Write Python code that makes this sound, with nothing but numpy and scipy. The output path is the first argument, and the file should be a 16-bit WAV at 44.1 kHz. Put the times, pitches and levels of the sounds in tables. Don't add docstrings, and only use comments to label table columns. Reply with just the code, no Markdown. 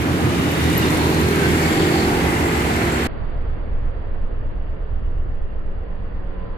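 import sys
import numpy as np
from scipy import signal
from scipy.fft import rfft, irfft, next_fast_len
from scipy.io import wavfile

SR = 44100
rng = np.random.default_rng(int(sys.argv[2]) if len(sys.argv) > 2 else 0)


def elevation(decibels):
    levels = np.asarray(decibels, float)
    return 10 ** (levels / 20)


def store_pcm(level_fs):
    pcm = np.round(np.clip(level_fs, -1, 1) * 32767).astype(np.int16)
    wavfile.write(sys.argv[1], SR, np.atleast_2d(pcm).T)


N = 289737
T = np.arange(N) / SR


def leaving_bike():
    # t/s, firings/Hz, level/dB
    course = [(.9, 45.3, -3), (1.25, 45, -1), (1.6, 44.4, 1.5), (1.9, 44, 2), (2.2, 43.7, 1.5),
              (2.5, 43.5, -2.5), (2.8, 43.3, -1), (3.07, 43.1, -3)]
    # order of the firing rate, level/dB rms
    note = [(1, -43), (2, -37), (3, -39), (4, -39), (5, -36), (6, -37), (7, -30), (8, -28.5), (9, -30.5),
            (10, -37), (11, -40), (12, -44), (13, -46), (14, -48), (16, -47), (18, -45)]
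    return engine(course, note, waver_db=2.2, jitter=.002, lead_ms=.1, pan_db=-2.5)


def pulling_bike():
    # t/s, firings/Hz, level/dB
    course = [(0, 43.8, -4), (.2, 44.5, -2), (.4, 43.3, 0), (.65, 40.4, 1), (.9, 39.4, 0), (1.2, 39.5, 0),
              (1.5, 40.6, 2), (1.9, 40.7, -1.5), (2.7, 42, -2.5)]
    # order of the firing rate, level/dB rms
    note = [(1, -46.5), (2, -30.5), (3, -39.5), (4, -29), (5, -36.5), (6, -35.5), (7, -34.5), (8, -37),
            (10, -53.5)]
    return engine(course, note, waver_db=2.4, jitter=.005, lead_ms=.3, pan_db=-1.5)[0]


def arriving_bike():
    # t/s, firings/Hz, level/dB
    course = [(2, 35.7, -2.5), (2.3, 35.8, 0), (2.6, 34.4, 0), (2.85, 34.1, 1), (3.17, 34.8, 3)]
    # order of the firing rate, level/dB rms
    note = [(1, -50), (2, -30), (3, -36), (4, -37), (5, -40), (6, -41.5), (7, -32), (9, -65.5)]
    return engine(course, note, waver_db=-0.5, jitter=0.0047, lead_ms=0.11, pan_db=-1.0)[0]


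def engine(course, note, waver_db, jitter, lead_ms, pan_db):
    firings, level_db = in_time(course)
    phase = 2 * np.pi * np.cumsum(firings * (1 + jitter * drift(7.3))) / SR
    lag = 2 * np.pi * firings * lead_ms / 1000
    to_edge = np.minimum(T - course[0][0] + .2, course[-1][0] + .2 - T)
    fade = np.clip(to_edge / .3, 0, 1)
    out, heard = np.zeros((2, N)), fade > 0
    ears = np.array([phase, phase - lag])[:, heard]
    for order, order_db in note:
        gain = elevation(order_db + waver_db * drift(2.8)[heard])
        out[:, heard] += gain * np.sin(order * ears + rng.uniform(0, 2 * np.pi))
    pan = elevation([[pan_db / 2], [-pan_db / 2]])
    return np.sqrt(2) * fade * elevation(level_db) * out * pan, phase


def ringing_casings(phase):
    # start t/s, end t/s, f/Hz, width/Hz, level/dB
    casings = [(0, .55, 1200, 90, -42), (.3, 1.1, 3700, 150, -44), (.2, 1.0, 2885, 170, -44),
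               (.55, .85, 1960, 90, -40), (.7, 1.25, 955, 90, -38), (.6, 1.6, 4200, 300, -45),
               (1.3, 1.55, 1555, 70, -38), (1.2, 2.1, 2210, 120, -40), (1.35, 2.1, 1850, 80, -42),
               (1.6, 2.2, 4450, 500, -41), (1.65, 2.05, 3300, 700, -41), (1.4, 3.3, 780, 200, -35),
               (2.15, 3.1, 2045, 60, -41), (2.4, 3.3, 4275, 300, -49), (1.35, 2.15, 7425, 450, -46),
               (2.1, 3.3, 7600, 700, -48), (1.02, 1.25, 11800, 1500, -48)]
    throb = 1 + 0.41 * np.cos(phase) ** 3
    return ringing(casings, throb, alike=0.12, lead_ms=.48, fall=.012)


def ringing(rows, pulse, alike, lead_ms, fall):
    out, lead = np.zeros((2, N)), round(lead_ms * SR / 1000)
    for start, end, hz, width_hz, level_db in rows:
        span = slice(max(round(start * SR), 0), min(round(end * SR), N))
        part = (T[span] - start) / (end - start)
        level_db = level_db + 1.7 * drift(12.0)[span]
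        r = np.exp(-np.pi * 1.4 * width_hz / SR)
        white = rng.standard_normal((2, 3, len(part) + lead))
        slow = signal.lfilter([1], [1, -2 * r, r * r], white[0] + 1j * white[1])
        shared, left, right = rms_one(slow.view(float)).view(complex)
        turn = np.exp(2j * np.pi * np.cumsum(hz * (1 + fall * (.5 - part))) / SR)
        late = shared[:len(part)] * np.exp(-2j * np.pi * hz * lead / SR)
        common = np.array([shared[lead:], late])
        own = np.array([left, right])[:, lead:]
        pair = np.sqrt(alike) * common + np.sqrt(1 - alike) * own
        swell = np.sqrt(np.sin(np.pi * part))
        out[:, span] += elevation(level_db) * swell * pulse[span] * np.real(pair * turn)
    return out


def loose_parts():
    # t/s, peak level/dB, f/Hz
    ticks = [(0.6394, -28, 8890), (0.6994, -26, 7040), (0.7302, -25, 7660), (0.9044, -25, 7200),
             (0.9144, -26, 11500), (0.9722, -24, 9520), (1.1444, -26, 7380), (1.2141, -24, 6820),
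             (1.286, -24, 7190), (1.3578, -24, 7180), (2.7636, -25, 7510)]
    # t/s, peak level/dB, f/Hz, length/s
    squeaks = [
        (.01, -38, 12150, .02),
        (.508, -34, 11850, .016),
        (.772, -19, 11900, .014),
        (.792, -27, 12050, .008),
        (.815, -27, 2850, .03),
        (1.092, -39, 11800, .01),
        (1.195, -38, 12100, .008),
    ]
    out, t = np.zeros((2, N)), np.arange(2048) / SR
    decay = elevation(-60 * t / .02)
    onset = np.minimum(t / .001, 1)
    for s, peak_db, hz in ticks:
        noise = rng.standard_normal((2, len(t)))
        crack = resonate(noise, 9500, 6030) + 2.5 * resonate(noise, hz, 1500)
        i = round(s * SR)
        out[:, i:i + len(t)] += elevation(peak_db - 2) * crack * decay * onset
    for s, peak_db, hz, length in squeaks:
        i = round(s * SR)
        swell = np.sin(np.pi * np.minimum(t / length, 1)) ** 2
        out[:, i:i + len(t)] += elevation(peak_db) * swell * np.sin(2 * np.pi * hz * t) * elevation([[-3], [3]])
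    return out


def near_road():
    # t/s, level/dB
    nearness = [(0, -4.5), (.3, -3), (.65, -1), (.87, 0), (1.2, -1.5), (1.6, 0.5), (1.85, -0.85),
                (2.15, -1), (3.07, -2.5)]
    # low f/Hz, high f/Hz, level/dB, share of the nearness, drift/(dB/s) as the bikes turn away
    layers = [
        (60, 1200, -17.0, 0.36, -2.2),
        (500, 5100, -25.5, 0.65, 1.04),
        (2790, 6000, -34.0, .95, -0.6),
        (6000, 10100, -38.0, 1.5, -0.17),
    ]
    # f/Hz, level/dB per Hz
    colour = [(15, -60.5), (25, -26), (43, -19.5), (56, -23), (75, 2), (110, -3.5), (165, -1), (194, -7.5),
              (307, -0.5), (570, -14.5), (1060, -16), (2080, -17.5), (5340, -31), (12000, -36.5),
              (15700, -42)]
    # f/Hz, left-right likeness, lead of the left ear/ms
    ears = [(49.1, 0.78, 0.4), (203, 1, .1), (407, 0.56, 0.085), (825, 0.91, 0.22), (1650, 0.2, 0.43),
            (3500, 0.18, 0.476), (9000, .06, 0.42)]
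    # f/Hz, left minus right level/dB
    balance = [(60, -5), (150, -1.5), (380, -1.5), (950, -1.5), (2380, 0.0), (5980, 0.5), (15000, -4.5)]
    return traffic(nearness, layers, colour, ears, balance, flicker_db=.7, swell_db=.4)


def traffic(nearness, layers, colour, ears, balance, flicker_db, swell_db):
    first, last = nearness[0][0], nearness[-1][0]
    span = slice(max(round(first * SR) - 2048, 0), round(last * SR) + 2048)
    near_db, since = in_time(nearness)[0][span], T[span] - first
    size = next_fast_len(len(since))
    hz = np.maximum(np.arange(size // 2 + 1) * SR / size, 1)

    shared, left, right = rfft(rng.standard_normal((3, size)))
    alike = np.clip(at_hz(ears, hz), 0, 1)
    late = np.exp(-2j * np.pi * hz * at_hz(ears, hz, column=2) / 1000)
    tilt = elevation(at_hz(balance, hz) / 2)
    pair = np.array([np.sqrt(alike) * shared + np.sqrt(1 - alike) * left,
                     np.sqrt(alike) * shared * late + np.sqrt(1 - alike) * right])
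    pair = pair * elevation(at_hz(colour, hz)) * [tilt, 1 / tilt]

    mid_power = np.abs(pair.mean(axis=0)) ** 2 * 2 / size ** 2
    gains_db, places = [], []
    for low, high, level_db, share, slope in layers:
        layer_power = mid_power[(hz > low) & (hz < high)].sum()
        gains_db.append(level_db + share * near_db + slope * since - 10 * np.log10(layer_power))
        places.append(np.log(np.sqrt(low * high)))

    centres = np.arange(np.log2(colour[0][0]), np.log2(colour[-1][0]) + .5, .5)
    swells = [drift(10.0)[span] for k in range(len(centres) // 3 + 2)]
    out = np.zeros((2, N))
    for k, centre in enumerate(centres):
        window = np.cos(np.pi * np.clip(np.log2(hz) - centre, -.5, .5)) ** 2
        place = np.interp(centre * np.log(2), places, np.arange(len(places)))
        lower = min(int(place), len(places) - 2)
        gain_db = gains_db[lower] + (place - lower) * (gains_db[lower + 1] - gains_db[lower])
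        gain_db = gain_db + swell_db * swells[k // 3] + flicker_db * drift(25.0)[span]
        out[:, span] += elevation(gain_db) * irfft(pair * window, size)[:, :len(since)]
    return out


def kerb():
    leaving, phase = leaving_bike()
    bikes = leaving + pulling_bike() + arriving_bike()
    return bikes + elevation(-1.5) * near_road() + elevation(4.5) * ringing_casings(phase) + loose_parts()


def idling_lorry():
    # t/s, firings/Hz, level/dB
    course = [(3.08, 8.3, -27), (3.8, 8.3, -24), (4.1, 8.3, -26), (4.75, 8.3, -26.5), (5.25, 8.3, -22.5),
              (5.7, 8.25, -28), (6.1, 8.2, -27), (6.57, 8.2, -30.5)]
    # order of the firing rate, level/dB rms
    note = [(2, -3), (3, -4), (4, -9), (5, -10), (6, -17), (7, -12), (8, -13), (9, -16), (11, -18),
            (12, -19)]
    return engine(course, note, waver_db=3, jitter=.012, lead_ms=1.1, pan_db=-1.5)[0]


def far_engines():
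    # t/s, firings/Hz, level/dB
    low_course = [(3.08, 32.6, -6), (3.4, 34.6, 1), (3.7, 35.5, 2), (4, 33.1, -2), (4.4, 32.5, -1)]
    # order of the firing rate, level/dB rms
    low_note = [(2, -39), (4, -47.5), (6, -61.5)]
    # t/s, firings/Hz, level/dB
    high_course = [(5.4, 46.6, -12), (5.7, 46.9, -6), (5.9, 46.4, -3), (6.2, 46.05, 1.5), (6.67, 46.4, 3)]
    # order of the firing rate, level/dB rms
    high_note = [(2, -50), (4, -47), (6, -58), (8, -59), (10, -50), (12, -51), (20, -62)]
    low, _ = engine(low_course, low_note, waver_db=-1.5, jitter=0.0043, lead_ms=0.81, pan_db=-1.0)
    high, _ = engine(high_course, high_note, waver_db=1.5, jitter=.001, lead_ms=.3, pan_db=-1.5)
    return low + high


def gear_whine():
    # t/s, f/Hz, level/dB
    course = [
        (5.84, 1030, -68),
        (5.88, 1029, -51),
        (5.98, 1016, -65),
        (6.31, 1018, -63),
        (6.38, 1016, -51),
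        (6.57, 1014, -49),
    ]
    return engine(course, [(1, 0)], waver_db=1.5, jitter=.001, lead_ms=1.9, pan_db=-1.5)[0]


def far_road():
    # t/s, level/dB
    nearness = [(3.08, 1), (3.45, -2), (3.9, -4), (4.6, -6), (5.4, -8), (6.57, -4.5)]
    # low f/Hz, high f/Hz, level/dB, share of the nearness, drift/(dB/s)
    layers = [
        (12, 140, -34, .05, -0.5),
        (50, 200, -34, .01, -1.5),
        (193, 1400, -41.5, 0.44, -0.35),
        (1205, 5000, -51.5, 1, 0.08),
    ]
    # f/Hz, level/dB per Hz
    colour = [(7, -25), (12, 6), (34, -11.5), (80, -20), (120, -26.5), (250, -32), (560, -36), (800, -40),
              (1400, -44.5), (1900, -47.5), (2250, -52.5), (3400, -59.5), (3800, -65), (5100, -66)]
    # f/Hz, left-right likeness, lead of the left ear/ms
    ears = [(35, 0.63, 1.1), (100, 0.8, 0.53), (280, 0.3, 1.54), (800, 0.1, 1.86), (1800, 0.1, 1.5),
            (4010, .05, 2.5)]
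    # f/Hz, left minus right level/dB
    balance = [(60, -3.5), (150, 1), (380, -4.5), (950, -1), (2380, -3), (5980, -1.5), (15000, -2)]
    return traffic(nearness, layers, colour, ears, balance, flicker_db=.6, swell_db=.4)


def ringing_hollows():
    # f/Hz, width/Hz, level/dB
    hollows = [(461, 140, -48), (1794, 200, -60), (2800, 210, -65.5), (3320, 153, -76.5), (4900, 82, -74)]
    rows = [(2.5, 7.5, *row) for row in hollows]
    return ringing(rows, np.ones(N), alike=.15, lead_ms=1.7, fall=0)


def shelter():
    sound = idling_lorry() + far_engines() + gear_whine() + elevation(3) * far_road() + ringing_hollows()
    return signal.sosfilt(signal.cheby2(24, 60, 5060, fs=SR, output="sos"), sound)


def in_time(rows):
    s, *columns = np.transpose(rows)
    return [np.interp(T, s, c) for c in columns]


def at_hz(points, hz, column=1):
    points = np.array(points)
    return np.interp(np.log(hz), np.log(points[:, 0]), points[:, column])


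def rms_one(x):
    return x / np.sqrt(np.mean(x ** 2) + 1e-20)


def drift(rate):
    step, settle = 64, 1500
    r = np.exp(-2 * step * np.pi * rate / SR)
    white = rng.standard_normal(N // step + settle + 2)
    slow = signal.lfilter([1], [1, -2 * r, r * r], white)[settle:]
    return np.interp(np.arange(N) / step, np.arange(len(slow)), rms_one(slow - slow.mean()))


def resonate(x, hz, width_hz):
    r = np.exp(-np.pi * width_hz / SR)
    poles = [1, -2 * r * np.cos(2 * np.pi * hz / SR), r * r]
    return signal.lfilter([(1 - r * r) / 2, 0, (r * r - 1) / 2], poles, x)


def scene():
    after = np.clip((T - 3.071) / .004 + .5, 0, 1)
    return (1 - after) * kerb() + after * shelter()


def roll_off(x):
    return signal.sosfilt(signal.butter(12, 15840, fs=SR, output="sos"), x)


def record(dry):
    mix = signal.sosfilt(signal.cheby2(20, 70, 15990, fs=SR, output="sos"), dry)
    return roll_off(mix)


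dry = scene()
out = record(dry)
store_pcm(out)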